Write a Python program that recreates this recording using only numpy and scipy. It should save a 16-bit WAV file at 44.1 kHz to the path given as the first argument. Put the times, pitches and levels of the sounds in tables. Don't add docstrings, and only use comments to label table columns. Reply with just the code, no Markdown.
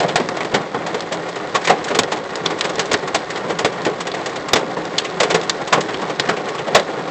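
import sys
import numpy as np
from scipy import signal
from scipy.fft import rfft, irfft, next_fast_len
from scipy.io import wavfile

SR = 44100
rng = np.random.default_rng(int(sys.argv[2]) if len(sys.argv) > 2 else 0)


def store_pcm(level_fs):
    pcm = np.round(np.clip(level_fs, -1, 1) * 32767).astype(np.int16)
    wavfile.write(sys.argv[1], SR, np.atleast_2d(pcm).T)


N = 313110

EDGES_HZ = [20, 130, 330, 600, 1000, 1600, 2400, 3400, 4800, 6300, 9000]
BAND_HZ = np.sqrt(np.multiply(EDGES_HZ[:-1], EDGES_HZ[1:]))[:, None]
BAND_OCT = np.log2(np.maximum(BAND_HZ, 200) / 1000)
BLOW_LEN = SR // 4
AGE_S = np.arange(BLOW_LEN) / SR
BIN_HZ = np.arange(BLOW_LEN // 2 + 1) * SR / BLOW_LEN


def roof_hail(gain_db=-2.0, thump_s=0.003, t60_s=0.12, t60_doubling_db=38):
    # (time [s], level [dB], tilt [dB/oct], swell [s], knock [Hz], panel flex [0-1])
    big_stones = [(0.001, 2, 1.8, 0.0019, 680, 1), (0.023, -0.5, 0, 0.011, 710, 0),
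                  (0.040, -2.5, -4, 0.0021, 670, 0.37), (0.084, -1.5, 0, 0.0079, 3500, 0.06),
                  (0.156, 5.5, 3.5, 0.0022, 740, 1), (0.197, 1.5, -1, 0.0044, 240, .3),
                  (0.405, -2, 1, 0.0016, 2100, 0), (0.445, -3, 0.5, 0.0054, 420, 0),
                  (0.537, 7.5, 0.95, .012, 230, 1), (0.743, 0, -2, 0.0042, 1160, 0),
                  (0.942, -1, 1, 0.0038, 440, 0.1), (1.118, -4, 3.5, 0.01, 654, 0.1),
                  (1.542, 3.5, 2.3, .017, 1100, 0.33), (1.642, -7.5, 5.5, 0.012, 1950, 0),
                  (1.671, 3, 3, 0.0045, 2040, 0.18), (1.692, 8.5, 0.6, .011, 766, 0),
                  (1.839, -12.5, 7, 0.0069, 750, 0), (1.900, 0.5, -1, 0.011, 430, 0.2),
                  (1.944, 2, 2.5, 0.0086, 368, .1), (2.115, -1, 3, 0.0089, 900, 0),
                  (2.498, -4, 1, 0.013, 330, 0.3), (2.637, 0, 2, 0.017, 330, 0.05),
                  (2.781, -3, 1, 0.0023, 420, 0.1), (2.793, 3, 4.5, 0.0013, 400, .3),
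                  (2.912, 3, 2.5, 0.0054, 403, 0.84), (3.143, 3.5, 4, 0.0066, 736, 0.7),
                  (3.356, -6.5, 1.5, 0.0043, 3630, 0.06), (3.440, -6.5, -3.5, 0.0048, 1420, 0.03),
                  (3.491, -1, 0, 0.017, 403, .4), (3.585, 0, 3.5, 0.0067, 467, 0.4),
                  (3.645, 7, 2, 0.0028, 430, 0.8), (3.848, -6, 4.5, 0.0044, 2400, 0.6),
                  (3.862, 3, -0.9, .004, 386, 0), (4.067, -3, 3, 0.0049, 363, 0.1),
                  (4.137, -6, 0, 0.0053, 680, 0.3), (4.258, -5, 4.5, 0.004, 494, 0),
                  (4.553, 6, 2, .010, 330, 0.4), (4.629, -7, -3.5, 0.0018, 380, 0),
                  (4.763, -5.5, -3, 0.0067, 960, 0), (5.041, -7, 3.5, 0.012, 2400, .4),
                  (5.200, 7, 3, .005, 510, 0), (5.230, 4, 3, .003, 416, 0), (5.296, 3, 2.5, .015, 384, 0.4),
                  (5.342, 6.5, 2.5, .005, 440, .7), (5.723, 8.5, 2.45, 0.0089, 1150, 0.2),
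                  (5.771, -1, -2.5, 0.01, 400, 0), (5.805, -7, 6, 0.0057, 330, 0.1),
                  (5.880, -6, 0.5, 0.014, 1600, 0.03), (6.017, -4.5, -2, .012, 1070, 0.04),
                  (6.093, -3, 0.5, 0.0089, 330, 0), (6.285, 4.5, 0.9, .010, 1480, 0.5),
                  (6.363, -4.5, 0, 0.0073, 2500, 0.12), (6.483, -6.5, 2.5, 0.0075, 410, 0.2),
                  (6.576, -7, 0.5, .017, 2880, 0), (6.661, -3.5, -1, 0.022, 670, 0),
                  (6.746, 12.5, 3, 0.0057, 600, 0.3)]
    # (frequency [Hz], gain [dB])
    roof_tone = [(30, -35), (80, -32), (125, -11.5), (175, -6.5), (290, -10), (400, 0.5), (720, -4.5),
                 (1100, -9), (1400, -11.5), (1900, -9), (2600, -14), (3500, -15.5), (5600, -22.5),
                 (8000, -27)]
    thump = AGE_S / thump_s * (2 - AGE_S / thump_s) * np.exp(-AGE_S / thump_s)
    out = np.zeros(N)
    for time_s, db, tilt_db, swell_s, knock_hz, flex in big_stones + small_stones():
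        ring_s = t60_s * 2 ** (db / t60_doubling_db)
        ring = blow(db + tilt_db * BAND_OCT, swell_s, ring_s, first_share=0.06, travel_s=0.000331)
        add(out, knock(ring, knock_hz) + flex * from_db(db) * thump, time_s)
    return from_db(gain_db) * colour(out, roof_tone)


def small_stones(count=100, per_s=6, swell_s=0.0087, low_hz=330, high_hz=1990):
    times_s = np.cumsum(rng.uniform(0.2, 1.8, count)) / per_s
    size, hardness = rng.standard_normal((count, 2)).T
    levels_db = -10.5 + downpour_db(times_s) + 3.5 * size
    tilts_db = 2.5 + 1.5 * hardness
    knocks_hz = low_hz * (high_hz / low_hz) ** rng.random(count)
    stones = zip(times_s, levels_db, tilts_db, knocks_hz)
    return [(s, db, tilt_db, swell_s, hz, 0) for s, db, tilt_db, hz in stones if s < (N - 1) / SR]


def knock(x, hz, lift_db=7.5, q=4):
    mode = signal.lfilter(*signal.iirpeak(hz, q, fs=SR), x)
    return x + (from_db(lift_db) - 1) * mode


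def glass_hail(ping_width_oct=0.52, t60_s=0.057, t60_doubling_db=25):
    # (time [s], level [dB], tilt [dB/oct], swell [s], ping [Hz], ping lift [dB])
    stones = [(0.288, -1.5, 1, .0005, 3860, -6.5), (1.005, -7.5, 2.2, .001, 2960, -4),
              (1.987, 7, 0.5, .004, 8650, 13), (2.033, -3.5, 1, .0015, 3030, -1),
              (2.355, -4, 2.5, .0008, 3120, -8), (2.460, 0.5, 1.5, 0.00066, 4400, 6),
              (2.609, -7.5, 6, .0007, 2270, 8.5), (2.756, -15, 5, 0.00095, 3800, -2),
              (2.856, -22, 6, 0.0011, 5370, 2.5), (2.931, -4.5, -0.5, .0015, 7380, 20),
              (2.939, 3.5, 1.3, .001, 1820, 4.5), (4.114, -20, 1.5, 0.0055, 3830, 12.5),
              (4.532, 8, 0.6, .003, 5850, 6.5), (4.852, -11.5, 2.5, .001, 2960, -9),
              (4.98, -8.5, 7, 0.0053, 3060, 8), (5.413, -15.5, 4.5, .001, 5240, -2),
              (5.495, 0.5, 4.5, 0.0013, 7700, 1), (5.942, -6, -1.5, 0.0031, 2490, 7),
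              (6.196, 2.5, 1.9, .002, 3200, 1.5), (6.796, -7.5, 3.5, .001, 4560, -1)]
    # (frequency [Hz], gain [dB])
    glass_tone = [(30, -37.5), (100, -9), (170, -9.5), (400, -1.4), (800, -7), (1400, -9.5), (1900, -6.5),
                  (2600, -11), (3500, -7), (4800, -11), (6000, -17), (8000, -24)]
    out = np.zeros(N)
    for time_s, db, tilt_db, swell_s, ping_hz, ping_db in stones:
        ping_shape = np.exp(-(np.log2(BAND_HZ / ping_hz) / ping_width_oct) ** 2)
        bands_db = db + tilt_db * BAND_OCT + ping_db * ping_shape
        ring_s = t60_s * 2 ** (db / t60_doubling_db)
        crack = blow(bands_db, swell_s, ring_s, first_share=0.23, travel_s=0.0004,
                     tail_db=-14.5, tail_t60_s=0.18)
        add(out, crack, time_s)
    return colour(out, glass_tone)


def rain(gain_db=-21.5, swing_share=0.51, patter_db=-4.0, spray_db=-13, tick_db=-16):
    # (frequency [Hz], gain [dB])
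    patter_tone = [(30, -57.5), (75, -28), (120, -8.5), (172, -4.5), (270, -6.5), (410, 3.5), (750, -1.5),
                   (1150, -5), (1400, -7.5), (1900, -5.5), (2700, -14), (3500, -18), (5500, -25.5),
                   (8000, -27.5)]
    spray_tone = [(300, -13.5), (1200, -7.5), (1900, -4), (2700, -4.5), (3600, 1.5), (5500, -8.5),
                  (8000, -13.5)]
    drops = shower(per_s=400, spread_db=4.0, swell_s=0.00287, t60_s=0.13, first_share=0.083, spots=10)
    spray = shower(per_s=1900, spread_db=7.0, swell_s=0.0015, t60_s=0.016, first_share=0.12, spots=4)
    ticks = shower(per_s=30, spread_db=5, swell_s=0.0005, t60_s=0.012, first_share=0.6, spots=8)
    patter = from_db(patter_db) * rms_one(colour(drops, patter_tone))
    hiss = colour(from_db(spray_db) * rms_one(spray) + from_db(tick_db) * rms_one(ticks), spray_tone)
    return from_db(gain_db + swing_share * downpour_db(np.arange(N) / SR)) * (patter + hiss)


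def shower(per_s, spread_db, swell_s, t60_s, first_share, spots):
    out = np.zeros(N)
    for tilt_db in np.linspace(-2, 2, spots):
        sizes = from_db(spread_db * np.clip(rng.standard_normal(N), -2, 2))
        signs = rng.choice([-1, 1], N)
        landings = rng.random(N) < per_s / spots / SR
        ring = blow(tilt_db * BAND_OCT, swell_s, t60_s, first_share, travel_s=0.000416)
        out += signal.oaconvolve(sizes * signs * landings, rms_one(ring))[:N]
    return out


def downpour_db(time_s):
    # (time [s], level [dB])
    strength = [(0.0, -28.5), (0.28, -31), (0.79, -34), (0.99, -30), (1.4, -31.5), (1.94, -30), (2.33, -31),
                (2.51, -29.5), (3.74, -32.5), (5.36, -30), (5.61, -32.5), (6.19, -28), (6.62, -30.5),
                (7.1, -29)]
    times_s, db = np.transpose(strength)
    return np.interp(time_s, times_s, db - db.mean())


def blow(bands_db, swell_s, t60_s, first_share, travel_s,
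         damping=0.3, tail_db=-15, tail_tilt_db=-4, tail_t60_s=0.37):
    swell = np.minimum(AGE_S / swell_s, 1)
    decay_s = np.maximum(AGE_S - swell_s, 0)
    panel = np.exp(-np.log(1000) * decay_s / t60_s * 2 ** (damping * BAND_OCT))
    tail = from_db(tail_db + tail_tilt_db * BAND_OCT) * np.exp(-np.log(1000) * decay_s / tail_t60_s)
    gains = from_db(bands_db)
    ring = dense_modes(gains * swell * np.sqrt((1 - first_share) * panel ** 2 + tail ** 2))
    panel_energy = np.sum((swell * panel) ** 2, axis=1, keepdims=True)
    first = bending_wave(gains * np.sqrt(first_share * panel_energy), travel_s)
    return ring + np.pad(first, (int(swell_s * SR / 2), 0))[:BLOW_LEN]


def bending_wave(gains, travel_s):
    delay_s = travel_s * np.sqrt(BAND_HZ[-1] / np.maximum(BIN_HZ, BAND_HZ[1]))
    phase = 2 * np.pi * np.cumsum(delay_s) * SR / BLOW_LEN
    return irfft(np.interp(BIN_HZ, BAND_HZ[:, 0], gains[:, 0]) * np.exp(-1j * phase), BLOW_LEN)


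def dense_modes(envelopes):
    band_of_bin = np.searchsorted(EDGES_HZ, BIN_HZ) - 1
    masks = band_of_bin == np.arange(len(BAND_HZ))[:, None]
    rings = envelopes * irfft(rfft(rng.standard_normal(BLOW_LEN)) * masks, BLOW_LEN)
    energy = np.sum(envelopes ** 2, axis=1) * np.diff(EDGES_HZ) / (SR / 2)
    return np.sqrt(energy / (np.sum(rings ** 2, axis=1) + 1e-20)) @ rings


def colour(x, tone):
    # (centre [Hz], width [Hz], lift [dB])
    modes = [(170.4, 14, 6), (229, 18, -0.5), (440, 36, 0.5), (487, 15, 1), (735, 100, 3.5),
             (1123, 190, 4.5), (1442, 85, 3.5), (1880, 140, 1.5), (3490, 470, 1.5), (6900, 110, 6)]
    size = 2 * next_fast_len(N // 2 + BLOW_LEN)
    hz = np.maximum(np.arange(size // 2 + 1) * SR / size, 1)
    points_hz, points_db = np.transpose(tone)
    db = np.interp(np.log(hz), np.log(points_hz), points_db)
    db += sum(lift / (1 + (2 * (hz - centre) / width) ** 2) for centre, width, lift in modes)
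    cepstrum = irfft(np.log(from_db(db)))[:size // 2]
    cepstrum[1:] *= 2
    return irfft(rfft(x, size) * np.exp(rfft(cepstrum, size)))[:N]


def from_db(db):
    return 10 ** (np.asarray(db) / 20)


def rms_one(x):
    return x / np.sqrt(np.mean(x ** 2) + 1e-20)


def add(track, sound, time_s):
    start = round(time_s * SR)
    track[start:start + len(sound)] += sound[:N - start]


def scene():
    return (rain() + glass_hail() + roof_hail())[None]


def record(dry, overload=0.88, band_top_hz=8100, cutoff_hz=17000):
    band_filter = signal.ellip(14, 0.1, 90, band_top_hz, fs=SR, output="sos")
    output_filter = signal.cheby2(12, 70, cutoff_hz, fs=SR, output="sos")
    narrow = signal.sosfilt(band_filter, np.clip(dry, -overload, overload))
    return signal.sosfilt(output_filter, np.clip(narrow, -1, 1))


dry = scene()
out = record(dry)
store_pcm(out)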